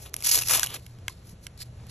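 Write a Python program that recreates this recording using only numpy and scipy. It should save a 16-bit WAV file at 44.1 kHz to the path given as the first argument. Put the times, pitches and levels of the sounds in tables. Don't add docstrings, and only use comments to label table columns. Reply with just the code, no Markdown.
import sys
import numpy as np
from scipy import signal
from scipy.fft import rfft, irfft
from scipy.io import wavfile
from scipy.ndimage import uniform_filter1d

SR = 44100
rng = np.random.default_rng(int(sys.argv[2]) if len(sys.argv) > 2 else 0)


def gain_from_decibels(decibels):
    exponent = np.asarray(decibels, float) / 20
    return 10 ** exponent


def materialize(psi):
    bounded = np.clip(np.atleast_2d(psi).T, -1, 1)
    quanta = np.round(bounded * 32767).astype(np.int16)
    wavfile.write(sys.argv[1], SR, quanta)


N = 83790
T = np.arange(N) / SR

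# (time [s], hook level [dB], disc body against the hooks [dB])
PULL_STRENGTHS = [
    [(0, -52.5, 0), (.03, -44.5, -4), (.048, -50, -2.5), (.062, -49.5, 10), (.09, -57.5, 5), (.097, -52, 3)],
    [(.17, -54, 7), (.19, -48, 1), (.222, -57.5, -8.5), (.241, -48.5, -5.5)],
    [(.242, -34, -13.5), (.256, -21, -17), (.275, -23, -7.5), (.3, -22, -10), (.325, -18, -15),
     (.355, -18.5, -11), (.385, -26, -4), (.403, -29.5, -2), (.42, -33, -2)],
    [(.42, -34.5, 3.5), (.445, -37.5, -6), (.47, -30.5, -5), (.488, -24, -7.5), (.497, -22.5, 3),
     (.54, -18.5, 0.5), (.562, -21, 0.5), (.6, -33, 2.5), (.63, -36, 4)],
    [(.63, -25, 3), (.645, -31, 3.5), (.655, -42, 7), (.69, -49.5, 12.5), (.738, -47.5, 16.5),
     (.742, -40.5, 8.5), (.764, -43.5, 14), (.78, -57.5, 4.5), (.8, -59, 12)],
]
# (middle [s], length [s], level over the pull [dB])
HOOK_CLUMPS = [(0.2467, 0.005, 9.4), (0.2549, 0.0021, 2.6), (0.2584, 0.004, -11.4), (0.2617, 0.0025, 5.1),
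               (0.2639, 0.0016, -4.8), (0.2656, 0.0012, 5.0), (0.2699, 0.0011, 5.2), (0.2721, 0.005, 6.9),
               (0.2806, 0.005, -6.0), (0.2839, 0.0016, 2.0), (0.2926, 0.0042, 5.4), (0.2961, 0.001, 4.4),
               (0.3058, 0.0017, -8.8), (0.3095, 0.0048, -10.3), (0.3145, 0.005, 8.2),
               (0.3198, 0.0017, -3.0), (0.3285, 0.0025, -2.9), (0.3302, 0.0018, 2.0), (0.3352, 0.005, -3.1),
               (0.3377, 0.0012, 3.7), (0.3465, 0.002, 8.0), (0.3522, 0.0036, -4.5), (0.3574, 0.0049, 5.3),
               (0.3647, 0.0025, -3.2), (0.3699, 0.0023, 4.9), (0.3749, 0.0038, -5.2),
               (0.3771, 0.0025, -3.4), (0.3826, 0.0011, 3.9), (0.3899, 0.0047, 10.0),
               (0.4076, 0.005, -10.5), (0.4128, 0.0025, 6.8), (0.4168, 0.0014, 7.8), (0.4228, 0.0047, 12.1),
               (0.435, 0.0029, 8.8), (0.4684, 0.0032, -7.7), (0.4754, 0.0033, 7.9), (0.4799, 0.005, -11.7),
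               (0.4856, 0.0029, 8.1), (0.4916, 0.0035, -6.5), (0.4954, 0.0019, 5.2), (0.5116, 0.0039, 5.5),
               (0.5163, 0.0022, -4.6), (0.5278, 0.004, -4.9), (0.5325, 0.0018, -2.4), (0.5365, 0.0038, 4.2),
               (0.5408, 0.0041, -3.5), (0.5423, 0.0012, 2.3), (0.5507, 0.005, 4.8), (0.5655, 0.0015, -7.1),
               (0.5682, 0.0014, 2.3), (0.5737, 0.002, 3.2), (0.5769, 0.0013, 2.9), (0.5872, 0.0025, -5.2),
               (0.5892, 0.0019, 4.8), (0.5934, 0.0047, -7.1), (0.5964, 0.0024, 15.9), (0.6223, 0.0015, 4.3),
               (0.7037, 0.0027, 8.6), (0.7418, 0.0013, 8.9), (0.7456, 0.005, 10.3)]
# (frequency [Hz], level [dB])
HOOK_COLOUR = [(300, -33.5), (2000, -11.5), (3800, -4.5), (5200, 2.5), (7000, 0), (8300, -3.5),
               (11000, -0.5), (14000, -1)]
# (frequency [Hz], level [dB])
DISC_COLOUR = [(250, -20.5), (600, -10), (1100, -4), (1900, -6.5), (2700, -1), (3600, -0.5), (4500, -3),
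               (7000, -14)]
# (middle [s], length [s], level [dB])
PAPER_FLEXES = [
    (0.36, 0.062, -47.5),
    (0.55, 0.075, -45.5),
    (0.739, 0.14, -57),
    (0.06, 0.16, -57.5),
    (.2, 0.045, -61.5),
]
# (frequency [Hz], level [dB])
PAPER_COLOUR = [(120, -28.5), (250, -2.5), (400, 4.5), (600, -1.5), (900, -8.5), (1500, -26), (4000, -51)]
# (time [s], level [dB], disc ring [dB], ring pitch [Hz])
TUFT_SNAPS = [(0.1356, -32, -32, 1200), (0.1406, -12.5, -21, 2200), (0.1408, -27.5, -40, 2200),
              (0.165, -31, -17, 3100), (0.216, -29.5, -25, 4370), (0.2306, -24, -22, 4400),
              (0.1642, -15.5, -14, 3130), (0.189, -37, -13.5, 2200), (0.2053, -23.5, -20, 4420),
              (0.212, -26.5, -20, 4400), (0.2238, -17, -16.5, 2200), (0.2374, -14, -11, 4560),
              (0.2413, -22, -15, 4000), (0.3758, -5.5, -19, 3800), (0.4208, -15.5, -1.5, 2730),
              (0.435, -22.5, 1, 2700), (0.58, -27.5, -1, 647), (.5128, -29.5, -4.5, 519),
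              (0.5953, -5.5, -9, 3260), (0.6316, -21, -13, 3460), (0.6318, -8, -4.5, 3460),
              (0.6314, -11, -2.5, 1580), (0.64, -12, -15, 2620), (0.662, -14.5, -23, 2940),
              (.67, -18.5, 1.5, 3000), (0.704, -28, 3.5, 3090), (1.0962, -28.5, -6, 1050),
              (1.8676, -39.5, -7.5, 2700)]
# (time [s], level [dB], click [dB])
NAIL_TICKS = [
    (.8646, -31, -8),
    (.9864, -42, -9),
    (1.0814, -8, -20),
    (1.4675, -20, -13),
]
# (frequency [Hz], level [dB], t60 [s])
PAD_MODES = [(1050, -19.5, 0.017), (1633, -8.5, 0.013), (2200, -2.5, 0.011), (2700, -4, 0.0085),
             (3090, 0.5, 0.0072), (3580, -22, 0.0044), (4000, -27, 0.015), (5900, -0.5, 0.0032),
             (7500, 2, 0.003), (10700, -12, 0.003)]
# (middle [s], length [s], level [dB], skin body [dB])
FINGER_BRUSHES = [(1.106, 0.05, -65, 6.5), (1.29, 0.068, -53, -42), (1.442, 0.032, -53, -24),
                  (1.578, 0.0033, -59.5, 1), (1.587, 0.019, -62, 6.5), (1.611, 0.019, -53, 9.5),
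                  (1.619, 0.0012, -53, 6.5), (1.623, 0.0087, -52, 6.5), (1.632, 0.0065, -57, 6),
                  (1.873, 0.017, -68, -1.5), (1.905, 0.0214, -57.5, 8), (0.836, 0.19, -65, -4.5),
                  (1.17, 0.12, -79.5, 10.5), (1.653, 0.059, -68, 0)]
# (frequency [Hz], level [dB])
SKIN_COLOUR = [(800, -20), (2000, -8), (3200, -10), (4200, 3), (5300, 2), (6200, -12), (7400, -3),
               (14000, -12)]
# (frequency [Hz], level [dB])
ROOM_COLOUR = [(28, -10), (60, 2.5), (120, -1), (260, -16), (600, -21.5), (900, -28), (3000, -34),
               (8500, -37.5)]
# (frequency [Hz], lead [rad])
PORT_LEAD_RAD = [(1700, 0), (4300, .9), (5500, 5.7), (8200, 8.5), (8600, 9.35), (9450, 9.5), (12100, 12.5),
                 (13800, 12.7)]
# (frequency [Hz], level [dB])
PORT_BALANCE = [(330, 0), (800, 6), (1700, 0), (3200, 1), (4400, -4), (5300, 0)]
# (frequency [Hz], level [dB])
NEAR_UNRELATED = [(150, -44), (600, -6), (2500, -21), (4700, -11), (7500, -10.5), (8500, -15), (9600, -16),
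                  (11500, -12)]
# (frequency [Hz], level [dB])
ROOM_UNRELATED = [(150, -33.5), (400, -11), (1000, -5.5), (4200, -6), (5900, -26), (7300, -4), (8500, -25),
                  (9600, -30.5)]
# (frequency [Hz], level [dB])
MIC_RESPONSE = [(9300, 0), (10000, 3.5), (11150, 6.5), (12060, -2.5), (12750, -4.5), (13500, -13.5),
                (14200, -24), (15500, -37.5)]


def rip():
    clicks = hooks(per_s=6000, scatter_db=2.1, ring_s=.00035) * unit(gain_from_decibels(1.2 * walk(450)))
    even_s, even_share, clump_depth = .002, .85, .8
    local_power = uniform_filter1d(clicks ** 2, int(even_s * SR))
    clicks = unit(clicks / local_power ** (even_share / 2))
    clump_db = sum(db * np.exp(-((T - s) / (.75 * length)) ** 2) for s, length, db in HOOK_CLUMPS)
    clicks = clicks * gain_from_decibels(clump_depth * clump_db)
    pull, body = np.zeros(N), np.zeros(N)
    for rows in PULL_STRENGTHS:
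        s, db, body_db = np.array(rows).T
        inside = (T >= s[0]) & (T < s[-1])
        pull += inside * gain_from_decibels(np.interp(T, s, db))
        body += inside * gain_from_decibels(np.interp(T, s, db + body_db))
    body_flutter = gain_from_decibels(1.6 * walk(120))
    hook_flutter = gain_from_decibels(.4 * walk(150))
    bare_hooks = colour(clicks * pull * hook_flutter, HOOK_COLOUR)
    shaken_disc = colour(clicks * body * body_flutter, DISC_COLOUR)
    return bare_hooks + gain_from_decibels(-9.0) * shaken_disc


def snaps():
    rise_s, fall_s, ring_cycles = .0005, .0009, 2.4
    noise, burst, ring = rng.standard_normal(N), np.zeros(N), np.zeros(N)
    t = np.arange(1024) / SR
    rise = (t / rise_s) ** 2 / (1 + (t / rise_s) ** 2)
    shape = rise * (np.exp(-t / fall_s) + gain_from_decibels(-30.5) * np.exp(-t / .006))
    for s, db, ring_db, hz in TUFT_SNAPS:
        at = slice(int(s * SR), int(s * SR) + len(t))
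        burst[at] += gain_from_decibels(db + 0.5) * shape
        cycles = t * hz / ring_cycles
        ring[at] += gain_from_decibels(db + ring_db) * np.sin(2 * np.pi * hz * t) * cycles * np.exp(-cycles)
    torn = noise * burst
    return colour(torn, HOOK_COLOUR) + gain_from_decibels(-12.5) * colour(torn, DISC_COLOUR) + ring


def flexes():
    crumple = hooks(per_s=1500, scatter_db=3, ring_s=.0011) * gain_from_decibels(1.4 * walk(80.2))
    return colour(crumple * sum(swell(*row) for row in PAPER_FLEXES), PAPER_COLOUR)


def ticks():
    out, click = np.zeros(N), np.zeros(N)
    t = np.arange(2048) / SR
    chance = rng.standard_normal((len(NAIL_TICKS), 2, len(PAD_MODES)))
    crack = rng.standard_normal(N)
    rise = 1 - np.exp(-t / .0003)
    for (s, db, click_db), (level_draws, pitch_draws) in zip(NAIL_TICKS, chance):
        ring = np.zeros(len(t))
        for (hz, mode_db, t60), level, pitch in zip(PAD_MODES, level_draws, pitch_draws):
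            tone = np.sin(2 * np.pi * hz * (1 + 0.02 * pitch) * t)
            ring += gain_from_decibels(mode_db + 0.63 * level) * tone * np.exp(-np.log(1000) * t / t60)
        at = slice(int(s * SR), int(s * SR) + len(t))
        out[at] += gain_from_decibels(db - 5.5) * ring * rise
        click[at] += gain_from_decibels(db + click_db) * np.exp(-t / 0.002)
    return out + colour(crack * click, HOOK_COLOUR)


def brushes():
    grain = hooks(per_s=6000, scatter_db=2.6, ring_s=.0006) * unit(gain_from_decibels(1.6 * walk(200)))
    thin, full = np.zeros(N), np.zeros(N)
    for s, length, db, body_db in FINGER_BRUSHES:
        shape = swell(s, length, db)
        thin += shape
        full += shape * gain_from_decibels(body_db)
    return colour(grain * thin, HOOK_COLOUR) + gain_from_decibels(3) * colour(grain * full, SKIN_COLOUR)


def hand_bump():
    since = np.clip(T - 1.329, 0, None)
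    return gain_from_decibels(-34) * np.sin(2 * np.pi * 170 * since) * np.exp(-since / 0.01)


def bench_tail(near):
    t60_s, tail_db = .1, -21
    t = np.arange(8192) / SR
    echoes = rng.standard_normal(len(t)) * np.exp(-np.log(1000) * t / t60_s)
    echoes = echoes / np.sqrt(np.sum(echoes ** 2))
    return gain_from_decibels(tail_db) * signal.fftconvolve(near, echoes)[:N]


def hum():
    hum_hz, hum_db, wobble_db = 118.9, -51.5, 4.5
    phase = 2 * np.pi * np.cumsum(hum_hz * (1 + 0.013 * walk(11.39))) / SR
    return np.sqrt(2) * gain_from_decibels(hum_db + wobble_db * walk(8)) * np.sin(phase)


def room():
    room_db, top_hz = -48, 11000
    hz = np.fft.rfftfreq(N, 1 / SR)
    shape = gain_from_decibels(along(ROOM_COLOUR, hz)) / (1 + (hz / top_hz) ** 8)
    white = rng.standard_normal(N) * gain_from_decibels(1.3 * walk(9))
    return irfft(rfft(white) * shape, N) * gain_from_decibels(room_db) / np.sqrt(np.mean(shape ** 2))


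def hooks(per_s, scatter_db, ring_s):
    chance = rng.random(N)
    size = np.minimum(rng.exponential(size=N), 3.5)
    sparks = (chance < per_s / SR) * gain_from_decibels(2 * scatter_db * size)
    power = signal.lfilter([1], [1, -np.exp(-1 / max(SR * ring_s, 1))], sparks)
    return unit(np.sqrt(np.abs(power) + 1e-6) * rng.standard_normal(N))


def swell(s, length, db):
    return gain_from_decibels(db) * np.exp(-np.minimum(np.abs(T - s) / (0.6 * length), 4) ** 2.2)


def walk(rate):
    hold = int(SR / rate)
    return unit(uniform_filter1d(rng.standard_normal(N)[np.arange(N) // hold], hold))


def unit(x):
    return x / np.sqrt(np.mean(x ** 2))


def along(points, hz):
    p = np.array(points, float)
    return np.interp(np.log(hz + 1), np.log(p[:, 0]), p[:, 1])


def colour(x, points):
    cepstrum = irfft(np.log(gain_from_decibels(along(points, np.linspace(0, SR / 2, 513)))))
    cepstrum[1:512] *= 2
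    cepstrum[513:] = 0
    h = irfft(np.exp(rfft(cepstrum)))
    return signal.fftconvolve(x, h / np.sqrt(np.sum(h ** 2)))[:N]


def ports(x, other, unrelated):
    hz = np.fft.rfftfreq(N, 1 / SR)
    half = gain_from_decibels(along(PORT_BALANCE, hz) / 2) * np.exp(.5j * along(PORT_LEAD_RAD, hz))
    common = rfft(x)
    apart = rfft(other) * gain_from_decibels(along(unrelated, hz))
    return np.array([irfft((common + apart) * half, N), irfft((common - apart) / half, N)])


def mask(x):
    from_hz, mask_db, floor_db = 8200, -22, -98.5
    sudden_db, sudden_mask_db = 7, -38
    mid_side = np.array([x[0] + x[1], x[0] - x[1]]) / 2
    hz, _, z = signal.stft(mid_side, SR, "hann", 1024)
    bands = z[:, :512].reshape(2, 64, 8, -1)
    power = np.repeat(np.mean(np.abs(bands) ** 2, axis=2), 8, axis=1)
    power = uniform_filter1d(power, size=3, axis=2)
    high = hz[:512] > from_hz
    top = power[:, high].max(axis=(0, 1))
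    sudden = top > gain_from_decibels(2 * sudden_db) * np.roll(top, 2)
    depth_db = np.where(sudden, sudden_mask_db, mask_db)
    edge = np.maximum(top * gain_from_decibels(2 * depth_db), gain_from_decibels(2 * floor_db))
    keep = np.pad((power > edge) | ~high[:, None], ((0, 0), (0, 1), (0, 0)))
    mid, side = signal.istft(z * keep, SR, "hann", 1024)[1][:, :N]
    return np.array([mid + side, mid - side])


def scene():
    near = rip() + flexes() + snaps() + ticks() + brushes()
    close = ports(near + bench_tail(near), near * walk(450), NEAR_UNRELATED)
    background = ports(room() + hum() + hand_bump(), room(), ROOM_UNRELATED)
    return close + background


def top_cut(x):
    return signal.sosfilt(signal.butter(12, 16340, fs=SR, output="sos"), x)


def record(dry):
    gain = gain_from_decibels(along(MIC_RESPONSE, np.fft.rfftfreq(N, 1 / SR)))
    heard = irfft(rfft(dry) * gain, N)
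    mix = mask(np.tanh(heard))
    return top_cut(mix)


dry = scene()
out = record(dry)
materialize(out)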